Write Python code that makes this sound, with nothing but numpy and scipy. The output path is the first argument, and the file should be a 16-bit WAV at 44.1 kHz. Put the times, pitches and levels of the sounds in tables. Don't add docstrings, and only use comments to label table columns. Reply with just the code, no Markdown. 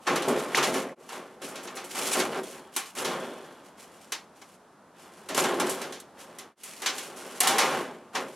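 import sys
import numpy as np
from scipy import signal
from scipy.fft import rfft, irfft, next_fast_len
from scipy.io import wavfile
from scipy.ndimage import map_coordinates

SR = 44100
rng = np.random.default_rng(int(sys.argv[2]) if len(sys.argv) > 2 else 0)


def wrap_up_sound(samples):
    columns = np.atleast_2d(samples).T
    tamed = np.clip(columns, -1, 1)
    steps = np.round(tamed * 32767).astype(np.int16)
    wavfile.write(sys.argv[1], SR, steps)


N = 368235

# f/Hz, relative level/dB
SCRAPE_SPECTRUM = [(200, -50), (2000, 4), (3000, 5.5), (4700, 2), (6300, 3), (11200, 1), (12500, -5),
                   (15500, -17.5)]
# f/Hz, relative level/dB
SPARKLE_SPECTRUM = [(2000, -56), (6000, -6.5), (7800, -3), (11200, -3.5), (12500, -10.5), (15500, -22.5)]


def amp(db):
    return 10 ** (np.asarray(db) / 20)


def unit(x):
    return x / np.sqrt(np.mean(x ** 2) + 1e-20)


def along(points, hz):
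    f, v = np.transpose(points)
    return np.interp(np.log(hz + 1), np.log(f + 1), v)


def wobble(rate):
    knots = rng.standard_normal(int(N * rate / SR) + 4)
    return map_coordinates(knots, [np.arange(N) * rate / SR])


def filtered(x, response):
    size = next_fast_len(N + SR // 2)
    return irfft(rfft(x, size) * response(np.fft.rfftfreq(size, 1 / SR)), size)[..., :N]


def coloured(x, spectrum):
    return filtered(x, lambda hz: unit(amp(along(spectrum, hz))))


def add(track, s, sound):
    part = track[..., max(0, round(s * SR)):][..., :sound.shape[-1]]
    part += sound[..., :part.shape[-1]]


def stroke(s, length, rise_s, fall_db_per_s):
    t = np.arange(N) / SR - s
    return np.clip(t / rise_s, 0, 1) * amp(-fall_db_per_s * np.maximum(t - length, 0))


def slips(rate, spread_db):
    size = (rng.random(N) < rate / SR) * amp(spread_db * rng.standard_normal(N))
    return unit(size * rng.standard_normal((2, N)))


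def rattle(rate, t60, share):
    taps = (rng.random(N) < rate / SR) * rng.exponential(size=N)
    power = signal.lfilter([1], [1, -amp(-120 / (t60 * SR))], taps)
    return np.sqrt(1 - share + share * power / power.mean())


def distant_rush(level_db=-54.5):
    # f/Hz, relative level/dB
    spectrum = [(25, -32), (60, -12), (110, -8.5), (200, 4.5), (350, 0), (900, -0.5), (1400, -4.5),
                (2300, -17), (5000, -22.5), (11000, -27.5), (15500, -45)]
    return coloured(rng.standard_normal((2, N)), spectrum) * amp(level_db + wobble(2.215))


def lip_ring(t60=1.25, half_width_hz=80):
    # t/s, level/dB
    rings = [(2.433, -59), (3.046, -46)]
    # f/Hz, relative level/dB
    modes = [(3280, 6), (3560, -2), (4150, -4)]
    t, gain = np.arange(SR) / SR, np.zeros(N)
    for s, db in rings:
        add(gain, s, amp(db - 60 * t / t60))
    peaks = lambda f: sum(amp(db) / (1 + ((f - hz) / half_width_hz) ** 2) for hz, db in modes)
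    return gain * unit(filtered(rng.standard_normal((2, N)), peaks))


def catches(rise_s=0.0054, t60=0.17, bright_db=-2):
    # t/s, level/dB
    releases = [(1.44, -42.5), (1.483, -43.5), (1.63, -42.5), (1.751, -42), (1.839, -42), (1.977, -45),
                (2.112, -30), (2.483, -50), (2.507, -49), (7.024, -49), (7.161, -46), (7.351, -49)]
    t, gain = np.arange(SR // 2) / SR, np.zeros(N)
    for s, db in releases:
        add(gain, s, amp(db - 60 * t / t60) * (1 - np.exp(-t / rise_s)))
    grit = lambda: gain * slips(rate=7800, spread_db=-0.5)
    return coloured(grit(), SCRAPE_SPECTRUM) + amp(bright_db) * coloured(grit(), SPARKLE_SPECTRUM)


def knocks(rise_s=0.00053, low_cut_hz=220):
    # t/s, level before the low cut/dB, f/Hz, t60/s
    contacts = [(0.28, -9, 610, 0.01), (0.3017, -10, 500, 0.014), (0.547, 1.5, 1970, 0.0049),
                (0.894, -33, 1970, 0.018), (2.134, -6, 8500, 0.0034), (4.123, -14, 6150, 0.006),
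                (5.405, -21, 7170, 0.025), (7.407, -11, 11050, 0.013), (7.432, -14, 11200, 0.011)]
    t, pings = np.arange(SR // 4) / SR, np.zeros((2, N))
    for s, db, hz, t60 in contacts:
        envelope = amp(db - 60 * t / t60) * (1 - np.exp(-t / rise_s))
        add(pings[0], s, envelope * np.sin(2 * np.pi * hz * t))
    return filtered(pings, lambda f: (1j * f / (1j * f + low_cut_hz)) ** 2)


def flexes(waver_db=2, pitch_waver=0.0119):
    # t/s, length/s, level/dB, first f/Hz, last f/Hz
    bends = [(0.083, 0.07, -31, 365, 346), (0.275, 0.09, -30.5, 390, 423.5), (0.726, 0.038, -34, 250, 270),
             (2.345, 0.064, -39, 410, 380), (5.465, 0.082, -35, 355, 339), (5.605, 0.116, -35, 345, 383),
             (7.407, 0.143, -29.5, 720, 802), (7.522, 0.16, -36.5, 390, 520),
             (7.58, 0.02, -31.5, 988, 1020)]
    t, notes = np.arange(N) / SR, np.zeros((2, N))
    for s, length, db, first_hz, last_hz in bends:
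        hz = np.interp(t, [s, s + length], [first_hz, last_hz]) * (1 + pitch_waver * wobble(60))
        gain = amp(db + waver_db * wobble(45)) * stroke(s, length, rise_s=0.012, fall_db_per_s=166)
        notes[0] += gain * np.sin(2 * np.pi * np.cumsum(hz) / SR)
    return notes


def shaking(rise_s=0.041):
    # t/s, length/s, level/dB, settling/(dB/s)
    shoves = [(0.047, 0.33, -37, 36), (0.492, 0.29, -39.5, 164), (0.98, .1, -68, 29),
              (1.099, 0.023, -42, 82), (1.396, .43, -48, 77), (1.922, 0.34, -38.5, 81),
              (2.137, 0.068, -40, 130), (2.294, 0.095, -36.5, 450), (2.507, 0.033, -48, 81),
              (2.951, 0.2, -38.5, 45), (3.75, 0.053, -58.5, 25), (4.93, 0.74, -57.5, 55),
              (5.338, 0.16, -31.5, 74), (5.597, 0.25, -40.5, 136), (6.137, 0.2, -55, 13),
              (6.788, 0.58, -48, 45), (7.415, 0.38, -34.5, 127), (8.125, 0.046, -36, 130)]
    return np.sqrt(sum((amp(db) * stroke(s, length, rise_s, settling)) ** 2
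                       for s, length, db, settling in shoves))


def grinding(shake, drag_db=-12.5):
    # t/s, length/s, relative level/dB
    skids = [(0, 0.073, -60), (0.372, 0.028, -44.5), (0.617, 0.032, -34.5), (0.73, 0.052, -42),
             (0.932, 0.17, -63), (1.11, 0.017, -46), (1.415, 0.051, -49), (1.61, 0.046, -53),
             (1.88, 0.12, -47.5), (1.941, 0.067, -37), (2.001, .2, -37), (2.428, 0.14, -54),
             (2.719, 0.16, -53), (2.953, 0.044, -38), (3.623, 0.05, -61.5), (3.766, 0.069, -55),
             (3.894, 0.31, -63.5), (4.345, 0.19, -64.5), (4.962, 0.1, -61), (5.1, 0.55, -64.5),
             (5.353, 0.058, -33), (5.645, 0.08, -42.5), (6.175, 0.051, -53.5), (6.56, 0.54, -52.5),
             (6.93, 0.095, -46.5), (7.145, 0.24, -51.5), (8.257, 0.12, -60)]
    skid_power = sum((amp(db) * stroke(s, length, rise_s=0.029, fall_db_per_s=224)) ** 2
                     for s, length, db in skids)
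    return np.sqrt(skid_power + (amp(drag_db) * shake) ** 2)


def rubbing(shake):
    # f/Hz, relative level/dB
    chatter_spectrum = [(100, -59.5), (350, -35.5), (550, -0.5), (780, 4), (1150, 2), (1600, -1),
                        (2500, -9), (3450, -8.5), (4300, -15.5), (12000, -43)]
    taps = rattle(rate=200, t60=0.13, share=0.28)
    chatter = coloured(slips(rate=4000, spread_db=-0.5), chatter_spectrum) * shake * amp(0.5)
    scrape = coloured(slips(rate=9000, spread_db=2), SCRAPE_SPECTRUM) * grinding(shake) * amp(3.0)
    snags = rattle(rate=290, t60=0.078, share=0.61)
    return (chatter + scrape * snags) * taps


def booming(shake, linger_s=0.036, shake_db=1, swell_s=0.012, buckle_t60=0.66, cancel_hz=135):
    # t/s, level/dB
    buckles = [(0.084, -24.5), (0.272, -23), (.575, -27), (.67, -27.5), (.74, -28.5), (1.415, -39),
               (2.155, -26), (2.96, -39), (3.05, -31), (5.295, -32.5), (5.37, -26.5), (5.51, -30.5),
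               (5.6, -28)]
    # f/Hz, width/Hz, relative level/dB
    modes = [(153, 17, -7.5), (180, 18, -6), (245, 42, -2), (296, 24, -2.5), (354, 24, 2), (398, 36, 1.5),
             (462, 55, -1.5), (542, 38, 0), (632, 40, -3), (725, 40, -10), (842, 22, -7), (1085, 40, -11)]
    t, retained = np.arange(SR) / SR, np.exp(-1 / (linger_s * SR))
    power = signal.lfilter([1 - retained], [1, -retained], (shake * amp(shake_db)) ** 2)
    for s, db in buckles:
        add(power, s, (amp(db - 60 * t / buckle_t60) * (1 - np.exp(-t / swell_s))) ** 2)

    def response(f):
        bending = sum((-1) ** k * amp(db) * 1j * f * width / (hz * hz - f * f + 1j * f * width)
                      for k, (hz, width, db) in enumerate(modes))
        radiation = 0.72 + f ** 4 / (f ** 4 + cancel_hz ** 4)
        soft_push = 1 / (1 + (f / 1900) ** 4)
        deck = amp(-34.5) * f / (f + 35) / (1 + (f / 110) ** 4)
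        return bending * radiation * soft_push + deck

    return np.sqrt(power) * unit(filtered(slips(rate=3000, spread_db=0.0), response))


def snaps(base_rise_s=0.0019, db_per_doubling=10):
    # t/s, relative level/dB of sparkle, of bite and of clang, base t60/s
    hits = [(0.066, -47, -33, -27.5, 0.28), (0.156, -38.5, -33.5, -32, 0.18), (0.22, -45, -38.5, -46, 0.17),
            (0.281, -38.5, -41, -35, 0.3), (0.5465, -43, -28.5, -36, 0.26), (0.568, -36.5, -30, -26, 0.25),
            (0.625, -43, -29.5, -32, 0.27), (0.7384, -42, -39.5, -36, 0.38),
            (1.088, -54.5, -49, -46.5, 0.48), (1.4164, -52.5, -47, -49, 0.38),
            (1.555, -50, -43.5, -55, 0.29), (1.669, -65, -43.5, -46, 0.14),
            (1.767, -51, -42.5, -43.5, 0.28), (2.1324, -35, -33.5, -50, 0.21), (2.148, -49, -43, -32, 0.15),
            (2.197, -37, -30, -30, 0.16), (2.432, -50, -52, -64, 0.36), (2.7626, -31, -33.5, -38, 0.24),
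            (2.95, -50, -53, -49, 0.33), (3.046, -41, -35.5, -37, 0.4), (4.12, -39.5, -32, -41.5, 0.18),
            (4.415, -62, -48.5, -50.5, 0.07), (5.2862, -47, -41, -41.5, 0.4),
            (5.3459, -36.5, -32.5, -51, 0.087), (5.375, -32.5, -28.5, -28.5, 0.09),
            (5.437, -41, -32.5, -31.5, 0.14), (5.597, -36.5, -33, -31, 0.21),
            (5.695, -37, -44, -60.5, 0.39), (5.814, -45, -40, -46.5, 0.27), (5.923, -50, -43.5, -75, 0.32),
            (6, -49.5, -51, -61, 0.082), (6.385, -47.5, -46.5, -56, 0.24), (6.6345, -41, -47.5, -59, 0.3),
            (6.818, -45, -41.5, -41.5, 0.43), (6.8589, -38.5, -26, -37.5, 0.25),
            (6.981, -43.5, -40, -68, 0.28), (7.4031, -24.5, -27, -32, 0.15), (7.432, -36, -33, -33.5, 0.73),
            (7.4719, -28, -26, -32.5, 0.34), (7.581, -31.5, -26.5, -27, 0.46),
            (8.148, -47, -34, -30.5, 0.2)]
    # f/Hz, relative level/dB
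    bite_spectrum = [(500, -35), (1700, -2.5), (2500, -4), (3800, -0.5), (4800, -6), (6300, -5),
                     (8000, -16), (14000, -33)]
    # f/Hz, relative level/dB
    clang_spectrum = [(90, -41), (300, 0.5), (660, -2.5), (750, 2.5), (920, 1.5), (1040, 3.5), (1600, -3.5),
                      (2200, -3), (3200, -12), (8000, -56)]
    _, sparkle_db, bite_db, clang_db, _ = np.transpose(hits)
    rises = base_rise_s * 2 ** ((clang_db - sparkle_db) / db_per_doubling)

    def band(levels, spectrum, t60_scale, lag_s, crack_db, crack_t60):
        t, bursts = np.arange(SR) / SR, np.zeros((2, N))
        for (s, *_, t60), db, rise in zip(hits, levels, rises):
            after = np.maximum(t - rise, 0)
            decay = amp(-60 * after / (t60 * t60_scale)) + amp(crack_db - 60 * after / crack_t60)
            swell = np.minimum(t / (rise + lag_s), 1)
            add(bursts, s, amp(db) * swell * decay * rng.standard_normal((2, SR)))
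        return coloured(bursts, spectrum)

    sparkle = band(sparkle_db + 0.5, SPARKLE_SPECTRUM,
                   t60_scale=0.75, lag_s=0.00049, crack_db=0, crack_t60=0.05)
    bite = band(bite_db + 2.5, bite_spectrum, t60_scale=0.93, lag_s=0.00093, crack_db=-20, crack_t60=0.35)
    clang = band(clang_db + 4, clang_spectrum, t60_scale=1.46, lag_s=0.003, crack_db=-25, crack_t60=0.23)
    return sparkle + bite + clang


def sheet_ring(contacts, ring_db):
    # f/Hz, t60/s
    ring_times = [(150, 0.17), (1000, 0.21), (4000, 0.062), (12000, 0.087)]
    hz, t, noise = signal.stft(rng.standard_normal((2, SR // 2)), SR, nperseg=256)
    decay = amp(-60 * t / along(ring_times, hz)[:, None])
    tail = signal.istft(noise * decay / np.linalg.norm(decay, axis=1, keepdims=True), SR, nperseg=256)[1]
    ring = signal.fftconvolve(contacts, tail / np.linalg.norm(tail[0]), axes=1)[:, :N]
    return (contacts + amp(ring_db) * ring) / np.hypot(1, amp(ring_db))


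def scene():
    # f/Hz, side gain/dB
    width = [(60, -13.5), (140, -39), (330, -27), (770, -18.5), (1790, -28.5), (2740, -26.5), (4190, -13.5),
             (6410, -7), (10000, -2.5)]
    shake = shaking()
    contacts = rubbing(shake) + catches() + snaps()
    panel = sheet_ring(contacts, ring_db=-8.0) + booming(shake) + flexes() + lip_ring() + knocks()
    mid, side = panel + distant_rush() * amp([[0], [5]])
    side = filtered(side, lambda hz: amp(along(width, hz)))
    return np.array([mid + side, mid - side])


def record(dry):
    # t/s, fall/s, recovery/s
    dips = [(0.953, 0.03, 0.091), (6.553, 0.09, 0.12)]
    top_hz = 15900
    t, gain = np.arange(N) / SR, np.ones(N)
    for s, fall, recovery in dips:
        gain *= np.interp(t, [s - fall, s, s + recovery], [1, 0.06, 1]) ** 1.4
    return filtered(dry * gain, lambda hz: hz < top_hz)


dry = scene()
out = record(dry)
wrap_up_sound(out)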